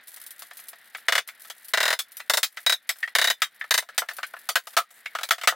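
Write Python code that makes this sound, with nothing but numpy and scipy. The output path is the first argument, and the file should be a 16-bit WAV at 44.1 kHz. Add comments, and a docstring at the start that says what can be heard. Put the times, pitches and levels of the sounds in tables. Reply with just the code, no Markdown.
"""Work on a plywood crate in a garage, in time-lapse, so every sound is short and high.
At first the room hums faintly, clothes and shoes rustle by friction, and tools knock lightly.
From 1.1 to 3.8 s, six runs of hammer blows, some thirty a second, excite the modes of wood and nail.
Then tools and boards knock more densely, steel slides along an edge near 4.9 s, and the hardest
knock falls near 5.5 s. After each loud impact an automatic gain ducks the room."""
import sys
import numpy as np
from scipy import signal
from scipy.fft import rfft, irfft
from scipy.io import wavfile
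from scipy.ndimage import uniform_filter1d, minimum_filter1d

SR = 44100
rng = np.random.default_rng(int(sys.argv[2]) if len(sys.argv) > 2 else 0)


def generate_wav(signal):
    """Clip the signal to [-1, 1] and save it as 16-bit WAV at the path in sys.argv[1]."""
    frames = np.transpose(np.atleast_2d(signal))
    scaled = np.clip(frames, -1, 1) * 32767
    pcm = np.round(scaled).astype(np.int16)
    wavfile.write(sys.argv[1], SR, pcm)


N = 244755
TIME = np.arange(N) / SR
SIZE = 8192  # samples in one impact
AGE, BINS = np.arange(SIZE) / SR, np.fft.rfftfreq(SIZE, 1 / SR)  # its time [s] and frequency [Hz] axes


def undb(db):
    """Amplitude ratio: a factor of ten for every 20 dB."""
    return 10 ** (np.asarray(db) / 20)


def tone(points, hz=BINS):
    """Spectral envelope: gain interpolated in decibels over log frequency."""
    at, db = np.transpose(points)
    return undb(np.interp(np.log(hz + 1), np.log(at), db))


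def fade(t60):
    """Damping: exponential decay by 60 dB in t60 seconds."""
    return undb(-60 * AGE / t60)


def ringdown(t60, early_db, early_t60, tail_db, rise_s=0.00061, tail_t60=0.13):
    """Free decay: a struck board swells, sheds most energy at once, then dies away with the room."""
    decay = fade(t60) + undb(early_db) * fade(early_t60) + undb(tail_db) * fade(tail_t60)
    return (1 - np.exp(-AGE / rise_s)) * decay


def minimum_phase(gain):
    """Causality: the quickest-starting filter with this gain, from the folded cepstrum."""
    cepstrum = irfft(np.log(gain + 1e-9))
    cepstrum[..., 1:SIZE // 2] *= 2
    cepstrum[..., SIZE // 2 + 1:] = 0
    return np.exp(rfft(cepstrum))


def resonances(modes):
    """Resonance: Lorentzian peaks add in power on a flat base."""
    peaks = sum(undb(db) ** 2 / (1 + (2 * (BINS - hz) / width) ** 2) for hz, width, db in modes)
    return np.sqrt(1 + peaks)


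def add(out, start_s, sound):
    """Superposition: a sound adds to the mix from its start time."""
    i = int(start_s * SR)
    out[:, i:i + SIZE] += sound[:, :max(N - i, 0)]


def crackle(rate, t60, spread_db):
    """Incoherent addition: an envelope summing the energy of tiny contacts, each smeared by the room."""
    step = int(SR / rate)
    starts = np.arange(0, N - step, step)
    sizes = undb(spread_db * rng.uniform(-1, 1, len(starts)))
    energy = np.zeros(N)
    energy[starts + rng.integers(0, step, len(starts))] = sizes ** 2
    return np.sqrt(abs(signal.fftconvolve(energy, fade(t60) ** 2)[:N]))


# stereo width: (frequency [Hz], side relative to mid [dB])
WIDTH = [(40, -16), (130, -6.5), (260, -13.5), (550, -15), (1200, -19), (2200, -16), (4200, -10.5),
         (8000, -6.5), (14000, -6)]
def wash(spectrum, envelope):
    """Spectral shaping: enveloped white noise is filtered into stereo noise of rms 1."""
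    hz = np.fft.rfftfreq(N, 1 / SR)
    spectra = rfft(rng.standard_normal((2, N)) * envelope) * tone(spectrum, hz)
    mid, side = irfft(spectra[0], N), irfft(spectra[1] * tone(WIDTH, hz), N)
    both = np.array([mid + side, mid - side])
    return both / both.std()


def impact(grain, envelope, gain, db, lag_s=0.000916, lag_hz=3000, damp_s=0.089):
    """Dense modes ring as decaying noise; the rows of grain are mid, side and mode strength."""
    # hard garage surfaces keep the treble going a little longer
    splash = rfft(grain[:2] * (fade(0.12) - fade(0.03)))
    modes = rfft(grain[:2] * envelope) + undb(-6) * splash * BINS ** 2 / (BINS ** 2 + 6000 ** 2)
    # the modes are even in broad level, but the point of contact favours some high ones
    modes *= minimum_phase(uniform_filter1d(abs(modes) ** 2, 36) ** -.5)
    favoured = uniform_filter1d(grain[2, :len(BINS)], 30) * np.sqrt(30)
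    favoured = uniform_filter1d(favoured - uniform_filter1d(favoured, 300), 15)
    modes *= minimum_phase(undb(5 * favoured * BINS / (BINS + 1800)))
    # dispersion: low bending waves travel more slowly, so the bright tick comes before the body
    modes *= np.exp(-2j * np.pi * lag_s * lag_hz * np.arctan(BINS / lag_hz))
    modes[0] += undb(-6) * BINS / (BINS - 5000j)  # tick of contact
    mid, side = irfft(modes * minimum_phase(np.array([gain, gain * tone(WIDTH)])))
    late_fade = 1 / (1 + (AGE / damp_s) ** 4)
    rms = np.sqrt(np.sum(mid ** 2) / (SR / 40))  # as if all the energy fell within 25 ms
    return np.array([mid + side, mid - side]) * late_fade * undb(db) / rms


# spectrum of the room: (frequency [Hz], level [dB])
HUM_TONE = [(40, -34), (120, -17.5), (220, -6), (340, -10), (700, -1.5), (1060, -4.5), (1450, 5.5),
            (1900, 11), (2200, 4.5), (2650, -2.5), (3900, -1.5), (5500, -14), (16000, -92.5)]
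def hum(db=-56, waver_db=1.5, waver_hz=25):
    """Amplitude modulation: the garage drone, raised to a soft band of noise, wavers at random."""
    step = int(SR / waver_hz)
    drift = uniform_filter1d(np.repeat(rng.standard_normal(N // step + 1), step), step)[:N]
    return wash(HUM_TONE, undb(waver_db * drift)) * undb(db)


# movements of the body: (time [s], duration [s], level [dB])
MOVES = [(0.065, 0.16, -46.5), (0.3, 0.37, -52.5), (0.74, 0.2, -59.5), (1.388, 0.11, -47.5),
         (1.543, 0.15, -53.5), (2.17, 0.17, -55), (2.498, 0.2, -55), (2.937, 0.099, -48),
         (3.52, 0.16, -59.5), (4.04, 0.44, -58.5), (4.614, 0.12, -51.5), (5.16, 0.2, -59)]
def motion(attack_s=0.014, release_t60=0.37, still_db=-61):
    """Amplitude envelope: each movement swells, holds and decays; the body is never quite still."""
    gain = undb(still_db)
    for start, length, db in MOVES:
        attack = np.clip((TIME - start) / attack_s, 0, 1)
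        release = undb(-60 * np.maximum(TIME - start - length, 0) / release_t60)
        gain = np.maximum(gain, undb(db) * attack * release)
    return gain


# spectrum of rough contact: (frequency [Hz], level [dB])
GRIT_TONE = [(200, -28), (700, 7), (4000, -12), (8000, 8.5), (16000, 5)]
def grit(rate, t60, spread_db):
    """Surface roughness: many tiny collisions merge into a gritty noise."""
    return wash(GRIT_TONE, crackle(rate, t60, spread_db))


# spectrum of rubbing cloth and soles: (frequency [Hz], level [dB])
RUSTLE_TONE = [(100, -36.5), (500, -26), (1500, -17), (4000, -10), (7000, -14.5), (10500, -3.5),
               (14000, -5.5), (16000, -12)]
# short scuffs, and a brief squeak at 1.276 s: (time [s], level [dB])
SCUFFS = [(0.081, -46.5), (0.2643, -41.5), (0.307, -42), (0.3933, -43), (0.571, -43.5), (0.6, -47),
          (0.6848, -39.5), (0.97, -49), (1.276, -37), (1.647, -47), (1.684, -42), (2.119, -48),
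          (2.1695, -38), (4.135, -46), (4.1672, -42), (4.266, -47.5), (4.39, -50.5)]
def rustle(grit_db=-8, scuff_t60=0.05):
    """Friction: cloth crinkles with each move, grit ticks underfoot, and soles scuff."""
    cloth = wash(RUSTLE_TONE, crackle(rate=80, t60=.05, spread_db=8))
    underfoot = undb(grit_db) * grit(rate=40, t60=.045, spread_db=7)
    out = (cloth + underfoot) * motion()
    for start, db in SCUFFS:
        add(out, start, impact(rng.standard_normal((3, SIZE)), fade(scuff_t60), tone(RUSTLE_TONE), db))
    return out


# envelope of a sliding tool: (time [s], level [dB])
SLIDE = [(4.88, -80), (4.91, -44.5), (5.0, -58.5), (5.05, -80)]
def slide():
    """Sliding friction: steel drags over the rough edge of the plywood."""
    return grit(rate=110, t60=.06, spread_db=6) * undb(np.interp(TIME, *np.transpose(SLIDE)))


# centres of thud, body, neutral middle, bite and sizzle: (frequency [Hz])
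COLOUR_HZ = [600, 1200, 1950, 4000, 10000]
def tint(wood_db, hard_db):
    """Contact stiffness: a harder touch gives bite and sizzle; more wood gives thud and body."""
    return tone(list(zip(COLOUR_HZ, [wood_db, .72 * wood_db, 0, .6 * hard_db, hard_db])))


# broad spectrum of a knock: (frequency [Hz], level [dB])
KNOCK_TONE = [(40, -40.5), (150, -33.5), (330, -28.5), (500, -11.5), (690, -7), (860, -6.5), (1080, -4.5),
              (1300, -0.5), (1950, 1.5), (2600, -3), (3500, -2), (6000, -10), (10000, -13.5), (16000, -17)]
# modes that all knocks share: (frequency [Hz], bandwidth [Hz], level over the broad spectrum [dB])
PANEL_MODES = [(687, 66, 6), (1300, 120, 2.5)]
def knock(db, wood_db, hard_db, ring_hz, ring_width_hz=95, ring_db=9):
    """Impulse response: each spot of wood or steel adds its own resonance to those of the panel."""
    rings = resonances([(ring_hz, ring_width_hz, ring_db), *PANEL_MODES])
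    t60 = 0.094 * 2 ** (db / 51.5)  # louder knocks ring longer
    envelope = ringdown(t60, early_db=0, early_t60=0.012, tail_db=-46)
    gain = tone(KNOCK_TONE) * tint(wood_db, hard_db) * rings
    return impact(rng.standard_normal((3, SIZE)), envelope, gain, db)


# tools and boards colliding: (time [s], level [dB], wood [dB], hardness [dB], resonance [Hz])
KNOCKS = [(0.4208, -42, 7, 9.5, 1120), (0.5109, -44.5, 3, -8, 1760), (0.731, -47, 8.5, -4, 1850),
          (0.9484, -35, -3.5, -14, 2150), (1.287, -35.5, -6, -6, 2170), (1.5002, -37, 5, 6.5, 3360),
          (1.9903, -21, -3, 9.5, 3480), (2.201, -38, 1.5, -5, 2000), (2.4309, -11.5, -7, 6, 3780),
          (2.5714, -33, -4.5, -7.5, 1950), (2.892, -17.5, -5, 5.5, 2020), (3.0287, -19.5, -18, -24, 1870),
          (3.076, -32.5, -5, -14, 1940), (3.4193, -9.5, -8.5, -3, 1310), (3.6114, -30.5, -19, -30.5, 1750),
          (3.641, -41, 2, -17, 1790), (3.8243, -35.5, 10.5, 1, 680), (3.8885, -37, 8, -3.5, 1680),
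          (3.979, -12, 4, 9, 1860), (4.0188, -23, 14, -13, 1366), (4.0873, -27, -2.5, -6, 1760),
          (4.1111, -39.5, 6, 1, 1450), (4.1842, -35.5, 12, -5, 1550), (4.2304, -29.5, -6, -14, 1470),
          (4.3378, -38, 11, -16, 1460), (4.366, -44, -0.5, -20, 1720), (4.4899, -21, 6, 8, 1320),
          (4.5558, -8.5, 1, -1.5, 1605), (4.6708, -34, 11.5, 8.5, 1244), (4.7669, -7, 5.5, -0.5, 1260),
          (4.774, -6.5, 8, 1, 1280), (5.0586, -32, -12.5, -16.5, 2350), (5.151, -27.5, 7.5, -7, 1310),
          (5.1864, -33, 0, -8.5, 1210), (5.2104, -39.5, 10, 1, 696), (5.2327, -29, -1, 3, 3940),
          (5.289, -35, 6, 8, 3100), (5.308, -5, -1, -3, 1336), (5.382, -31, 3, -3.5, 710),
          (5.4133, -28.5, -4, -5, 3080), (5.435, -24.5, 4, -3, 2120), (5.4737, -0.5, 2, -1, 1987),
          (5.5227, -21, 18, -16, 1290)]
def knocks(tap_count=16):
    """Impact excitation: tools and boards knock, and tools shifting in the hands tap at random."""
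    out = np.zeros((2, N))
    for start, *contact in KNOCKS:
        add(out, start, knock(*contact))
    for k, (when, strength, spot) in enumerate(rng.uniform(-1, 1, (tap_count, 3))):
        start = (k + (1 + when) / 2) * N / SR / tap_count
        add(out, start, knock(db=-50 + strength, wood_db=3, hard_db=1.5, ring_hz=1700 * 2 ** (spot / 2)))
    return out


# broad spectrum of a blow: (frequency [Hz], level [dB])
HAMMER_TONE = [(40, -41), (150, -27.5), (300, -29), (480, -15.5), (620, -16.5), (780, -16.5), (1000, -7),
               (1600, 3), (2000, 0), (2450, -1), (3800, 0.5), (6500, -5.5), (10000, -9.5), (16000, -13.5)]
# modes of the crate: (frequency [Hz], bandwidth [Hz], level over the broad spectrum [dB])
CRATE_MODES = [(544, 33, 8.5), (659, 133, 17), (935, 180, 4.5), (1840, 70, -14), (2007, 166, 9),
               (3010, 140, -0.5), (3560, 15, 6.5), (5000, 55, 6)]
# first blow of each run:
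# (time [s], level [dB], wood [dB], base hardness [dB], wood resonance [Hz], steel resonance [dB])
RUNS = [(1.0836, -9, 0, -6, 2050, 3), (1.7364, -10.5, 5, -4, 1920, 7.5), (2.2976, -9, 9.5, 6.5, 1920, 8),
        (2.664, -7, 2.5, 2, 1920, 12.5), (3.1515, -7, 4, 0.5, 1790, 10.5), (3.7085, -7.5, 3, 4.5, 1840, 9)]
# later blows, one row per run: (time [s], ...)
LATER_BLOWS = [
    [1.1227, 1.153, 1.1795],
    [1.7734, 1.8037, 1.8298, 1.8544, 1.8794, 1.904, 1.9278],
    [2.3364, 2.3719],
    [2.6958, 2.723],
    [3.185, 3.2148, 3.2426, 3.2731, 3.3009],
    [3.7405, 3.7776],
]
def hammer(likeness=.75, easing_db=1.77, seating_db=1.5, steel_hz=3860, width_hz=110, wood_ring_db=9.5):
    """Modal excitation: the blows of a run land on one spot, so nail and board ring much alike."""
    wall_echo = undb(-6) * np.interp(AGE - .0078, AGE, fade(0.04), left=0)
    envelope = ringdown(t60=0.08, early_db=8, early_t60=0.022, tail_db=-44) + wall_echo
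    out = np.zeros((2, N))
    for (first, db, wood_db, hard_db, wood_hz, steel_db), later in zip(RUNS, LATER_BLOWS):
        grain = rng.standard_normal((3, SIZE))
        for k, start in enumerate([first, *later]):
            seated = np.log2(1 + k)  # as the nail seats, the blows weaken and the contact hardens
            aim, glance, touch = rng.uniform(-1.1, 1, 3)  # no two blows land quite alike
            grain = np.sqrt(likeness) * grain + np.sqrt(1 - likeness) * rng.standard_normal((3, SIZE))
            wood_mode = (wood_hz * (1 + .025 * aim), width_hz, wood_ring_db)
            steel_mode = (steel_hz, width_hz, steel_db + 4 * glance)
            rings = resonances([*CRATE_MODES, wood_mode, steel_mode])
            contact_db = hard_db - 2 + seating_db * seated + 1.5 * touch
            gain = tone(HAMMER_TONE) * tint(wood_db, contact_db) * rings
            add(out, start, impact(grain, envelope, gain, db - easing_db * seated))
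    return out


def scene(left_db=1.2):
    """Superposition of all sources; a level difference between channels sets them a little left."""
    balance = undb(np.array([[left_db], [-left_db]]) / 2)
    return (hammer() + knocks() + rustle() + slide() + hum()) * balance


def auto_gain(x, threshold_db=-28, ratio=2, hold_s=0.049, recovery_db_per_s=78.5):
    """Compression: the gain drops at each loud blow, holds, then climbs back, so the room ducks."""
    power = uniform_filter1d(np.mean(x ** 2, axis=0), SR // 40)
    level_db = 10 * np.log10(abs(power) + 1e-12)
    cut_db = np.minimum(threshold_db - level_db, 0) * (1 - 1 / ratio)
    hold = int(hold_s * SR)
    held_db = minimum_filter1d(cut_db, hold, origin=(hold - 1) // 2)
    climb_db = recovery_db_per_s * TIME
    return undb(np.minimum.accumulate(held_db - climb_db) + climb_db)


def record(dry, top_hz=16100):
    """Compression ducks loud blows, saturation rounds the peaks, and a low-pass cuts the top."""
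    lowpass = signal.ellip(10, .2, 70, top_hz, fs=SR, output="sos")
    return signal.sosfilt(lowpass, np.tanh(dry * auto_gain(dry)))


dry = scene()
out = record(dry)
generate_wav(out)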